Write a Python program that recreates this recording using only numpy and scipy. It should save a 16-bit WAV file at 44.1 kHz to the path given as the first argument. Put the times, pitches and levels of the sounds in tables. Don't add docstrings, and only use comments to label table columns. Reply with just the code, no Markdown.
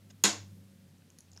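import sys
import numpy as np
from scipy import signal
from scipy.fft import rfft, irfft
from scipy.io import wavfile

SR = 44100
rng = np.random.default_rng(int(sys.argv[2]) if len(sys.argv) > 2 else 0)


def magnitude_from_level(level_db):
    exponent = np.asarray(level_db, float) / 20
    return 10 ** exponent


def unload_wav(signal):
    wavfile.write(
        sys.argv[1],
        SR,
        np.round(np.clip(np.atleast_2d(signal).T, -1, 1) * 32767).astype(np.int16),
    )


N = 61739

# time_s, pitch_hz, level_db, second_partial_db
MOTOR = [(0, 100.7, -57.5, -67.5), (.15, 99.6, -53.5, -63.5), (.22, 99.26, -59, -63),
         (.35, 99.32, -56.5, -68.5), (.52, 98.58, -50.5, -64.5), (.66, 97.1, -61, -60),
         (.82, 94.46, -63, -64.5), (.92, 93.72, -61.5, -67.5), (1.1, 92.82, -64.5, -73.5),
         (1.3, 90.64, -67, -68.5), (1.4, 94.46, -60, -73.5)]
WAVER_DB, WAVER_HZ = 3, 1.2
# time_s, level_db
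WHINE = [(0, -90), (.45, -89.5), (0.549, -76), (0.899, -81), (1.4, -91)]
WHINE_HZ = 544
# freq_hz, density_db_per_hz
RUMBLE = [(30, -41), (60, -32), (90, -9.5), (160, 1.5), (240, -6), (330, -15.5), (600, -24.5),
          (1000, -35.5)]
# time_s, level_db
RUMBLE_LEVEL = [(0, -62), (.15, -62), (.5, -59), (.9, -62.5), (1.3, -64.5), (1.4, -63)]
# freq_hz, density_db_per_hz
HISS = [(300, -0.5), (500, -1), (900, -5), (4000, -7), (12000, -14), (15700, -20.5), (16100, -52.5)]
HISS_DB = -70.5
# start_s, length_s, level_db
RUBS = [
    (.096, .023, -61),
    (1.325, .018, -73),
    (1.357, .016, -68),
]
# freq_hz, level_db, t60_s
RUBBED = [(880, 0, .012), (2800, -6, .006), (3600, -5, .007), (5100, 0, .007), (6600, 0, .007),
          (1700, -9, .006)]
# freq_hz, level_db, t60_s, chatter_swell_db
METAL = [(6400, -7, .005, 16), (6780, 1.5, .005, 3), (7250, -8, .003, -12), (8500, -17, .003, 0),
         (10000, -14, .003, -3), (12300, -17, .002, 4), (15400, -12, .002, 0)]
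# freq_hz, level_db, t60_s, delay_s
BOX = [(207, -26.5, 0.086, 0.0055), (203, -29, .06, .036), (319.95, -28, .09, 0.0025),
       (314.43, -31, .08, .04), (409.88, -33.5, .04, 0.0035), (618.74, -35.5, .02, .004),
       (1095.6, -21.5, 0.0164, .002), (1647.4, -26, 0.031, .003), (2218.2, -22.5, 0.0068, 0.0013),
       (2800, -14.5, 0.0059, 0.0028), (3300, -17, 0.0076, 0.00185), (4248.7, -11, 0.0067, .004),
       (3838, -14, .006, 0.01299), (5119, -14.5, .005, 0.00041)]
SNAP_S, CHATTER_S, METAL_DB, SNAP_SLIP = .2375, .0032, -.5, .1
# freq_hz, density_db_per_hz
CRACK = [(150, -12), (450, -3.5), (1500, -3.5), (4000, 0), (6700, 4.5), (9000, -5), (12000, -10.5),
         (16000, -22.5)]
CRACK_DB, THROWN_DB, RATTLE_CUT_HZ = -24, 5, 2300
# freq_hz, t60_s
ROOM_T60 = [(200, 0.4), (500, 0.3053), (1000, 0.2962), (3000, 0.2897), (6500, 0.2847), (9000, 0.212),
            (13000, 0.2716), (16000, 0.02)]
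# freq_hz, level_db
WALLS = [(200, -2.5), (700, 5.5), (2000, 2), (4000, 1), (6500, -1), (9000, 0), (12000, -8.5), (16000, -15)]
# delay_s, level_db
ECHOES = [(.0045, -12.5), (.0075, -14.5), (0.0119, -15), (0.0151, -7), (.038, -14)]
ROOM_DB, BUILD_S = -22.5, 0.004
RINGS_TO_WALLS_DB, TICKS_TO_WALLS_DB = -13, -14.5
# start_s, peak_db, pitch_hz, t60_s
TICKS = [(.983, -61, 6079, 0.0093), (1.021, -58.5, 1559, 0.00645), (1.021, -61.5, 2630, 0.0088),
         (1.022, -65.5, 3674, 0.0102), (1.102, -52, 6497, 0.0114), (1.102, -55, 10500, 0.0039),
         (1.102, -56.5, 3000, 0.00376), (1.186, -46.5, 6500, 0.00935), (1.186, -47.5, 11160, 0.00528),
         (1.186, -57.5, 4208, 0.014), (1.187, -60.5, 2004, 0.0076), (1.19, -52, 9800, 0.0063),
         (1.188, -50.5, 5980, 0.013), (1.2055, -49, 6600, 0.01398), (1.2055, -50, 10190, 0.0077),
         (1.284, -61, 2800, 0.0039), (1.284, -60.5, 5605, .005), (1.3167, -52, 6850, 0.00839),
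         (1.3161, -52, 4791, 0.0046), (1.332, -55, 6500, 0.015), (1.343, -63, 6626, .007),
         (1.349, -57, 6800, 0.0069), (1.3635, -51, 5400, 0.0078), (1.364, -57.5, 856, 0.0079),
         (1.367, -52, 4800, 0.0069), (1.3748, -41, 5450, 0.010552), (1.3741, -46.5, 7100, 0.0058),
         (1.377, -51.5, 1600, 0.007), (1.377, -55.5, 2500, 0.0053)]
TICK_RUB_S, TICK_SPREAD, TICK_SLIP = .0011, .1, .4
LOW_CUT_HZ, TOP_CUT_HZ = 140, 16700


def at_hz(points, hz):
    points_hz, values = np.transpose(points)
    return np.interp(np.log(hz), np.log(points_hz), values)


def in_time(rows):
    s, *columns = np.transpose(rows)
    return [np.interp(np.arange(N) / SR, s, column) for column in columns]


def rms_one(x):
    return x / np.sqrt(np.mean(x ** 2) + 1e-20)


def drift(rate_hz):
    r = np.exp(-2 * np.pi * rate_hz / SR)
    noise = rng.standard_normal(2 * N)
    return rms_one(signal.lfilter([1], [1, -2 * r, r * r], noise)[N:])


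def high_pass(x, hz):
    return signal.sosfilt(signal.butter(4, hz, "high", fs=SR, output="sos"), x)


def top_cut(x, hz):
    return signal.sosfilt(signal.cheby2(10, 50, hz, fs=SR, output="sos"), x)


def shaped(x, spectrum):
    size = 2048
    hz = np.arange(size // 2 + 1) * SR / size + 1
    quefrency = irfft(np.log(magnitude_from_level(at_hz(spectrum, hz))))
    quefrency[1:size // 2] *= 2
    quefrency[size // 2 + 1:] = 0
    return signal.fftconvolve(x, irfft(np.exp(rfft(quefrency))))[:N]


def ring(force, hz, t60_s):
    r, w = magnitude_from_level(-60 / (t60_s * SR)), 2 * np.pi * hz / SR
    return signal.lfilter([0, np.sin(w)], [1, -2 * r * np.cos(w), r * r], force + 1e-18)


def burst(start_s, length_s, swell_db):
    u = (np.arange(N) / SR - start_s) / length_s
    edge = np.clip(np.minimum(u, 1 - u) * 8, 0, 1)
    force = edge * magnitude_from_level(swell_db * np.clip(u, 0, 1)) * rng.uniform(.4, 1.6, N)
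    return force / force.sum()


def struck(force, hz, t60_s, slip):
    swing = np.cos(2 * np.pi * hz * np.arange(N) / SR + rng.uniform(0, 2 * np.pi))
    drive = swing + slip * 3 * rng.standard_normal(N)
    return ring(2 * force * drive, hz, t60_s)


def motor():
    hz, db, second_db = in_time(MOTOR)
    turn = 2 * np.pi * np.cumsum(hz + WAVER_HZ * drift(15)) / SR
    first = magnitude_from_level(db + WAVER_DB * drift(4.5)) * np.sin(turn)
    second = magnitude_from_level(second_db + WAVER_DB * drift(8.9)) * np.sin(2 * turn + 1)
    whine_level = magnitude_from_level(in_time(WHINE)[0] + 2 * drift(5.3))
    whine = whine_level * np.sin(2 * np.pi * WHINE_HZ * np.arange(N) / SR)
    return np.sqrt(2) * (first + second + whine)


def coloured(spectrum, patchy_db):
    white, hz = rfft(rng.standard_normal(N)), np.arange(N // 2 + 1) * SR / N + 1
    spectrum_amp = magnitude_from_level(at_hz(spectrum, hz))
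    out = 0
    for centre_hz in 20 * 2 ** np.arange(0, 10, .5):
        share = np.clip(1 - np.abs(2 * np.log2(hz / centre_hz)), 0, 1)
        band = irfft(white * share * spectrum_amp, N)
        out = out + magnitude_from_level(patchy_db * drift(3)) * band
    return rms_one(out)


def background():
    rumble = magnitude_from_level(in_time(RUMBLE_LEVEL)[0]) * coloured(RUMBLE, patchy_db=-1.5)
    return rumble + magnitude_from_level(HISS_DB) * coloured(HISS, patchy_db=0)


def rubs():
    t = np.arange(N) / SR
    stroke, grain = 0, 0
    for start_s, length_s, db in RUBS:
        stroke = stroke + magnitude_from_level(db) * np.sin(np.pi * np.clip((t - start_s) / length_s, 0, 1)) ** 2
    for hz, db, t60_s in RUBBED:
        resonance = rms_one(ring(rng.standard_normal(N), hz, t60_s))
        grain = grain + magnitude_from_level(db + 3 * drift(82)) * resonance
    return stroke * grain


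def switch():
    metal, box = 0, 0
    for hz, db, t60_s, swell_db in METAL:
        force = burst(SNAP_S, CHATTER_S, swell_db)
        metal = metal + magnitude_from_level(db) * struck(force, hz, t60_s, SNAP_SLIP)
    for hz, db, t60_s, delay_s in BOX:
        force = burst(SNAP_S + delay_s, max(.0015, 1 / hz), 0)
        box = box + magnitude_from_level(db) * struck(force, hz, t60_s, SNAP_SLIP)
    return magnitude_from_level(METAL_DB) * metal + box


def crack():
    rattle = burst(SNAP_S, CHATTER_S, 0) * rng.choice([-1, 1], N) * CHATTER_S * SR
    blow = np.zeros(N)
    blow[int((SNAP_S + CHATTER_S / 2) * SR)] = 1
    return magnitude_from_level(CRACK_DB) * high_pass(rattle, RATTLE_CUT_HZ), magnitude_from_level(THROWN_DB) * shaped(blow, CRACK)


def room(near, thrown):
    size = 32768
    t, hz = np.arange(size) / SR, np.arange(size // 2 + 1) * SR / size + 1
    white, tail = rfft(rng.standard_normal(size)), 0
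    for centre_hz in 80 * 2 ** np.arange(0, 8.5, .25):
        share = np.clip(1 - np.abs(4 * np.log2(hz / centre_hz)), 0, 1)
        tail = tail + irfft(white * share, size) * magnitude_from_level(-60 * t / at_hz(ROOM_T60, centre_hz))
    tail = magnitude_from_level(ROOM_DB) * tail * (1 - np.exp(-t / BUILD_S))
    delays = sum(magnitude_from_level(db) * np.exp(-2j * np.pi * hz * delay_s) for delay_s, db in ECHOES)
    echoes = irfft(delays, size)[:size // 8]
    returned = signal.fftconvolve(near, echoes)[:N] + signal.fftconvolve(thrown, tail)[:N]
    return shaped(returned, WALLS)


def ticks():
    out = 0
    for start_s, db, hz, t60_s in TICKS:
        for side in (-1, 0, 1):
            force = burst(start_s, TICK_RUB_S, -12)
            mode_hz, mode_t60_s = hz * (1 + side * TICK_SPREAD), t60_s / (1 + abs(side))
            out = out + magnitude_from_level(db - 1.3 * abs(side)) * struck(force, mode_hz, mode_t60_s, TICK_SLIP)
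    return out


def scene():
    rings, (rattle, blow), small = switch(), crack(), ticks()
    near = rings + rattle
    far = magnitude_from_level(TICKS_TO_WALLS_DB) * small
    walls = room(near + far, magnitude_from_level(RINGS_TO_WALLS_DB) * rings + blow + far)
    quiet = high_pass(small + rubs() + walls, LOW_CUT_HZ) + background()
    mix = high_pass(near, LOW_CUT_HZ) + top_cut(quiet, TOP_CUT_HZ) + motor()
    return mix[None]


def low_pass(x):
    return signal.sosfilt(signal.butter(12, 16720, fs=SR, output="sos"), x)


def record(dry):
    mix = top_cut(dry, 17000)
    return low_pass(mix)


dry = scene()
out = record(dry)
unload_wav(out)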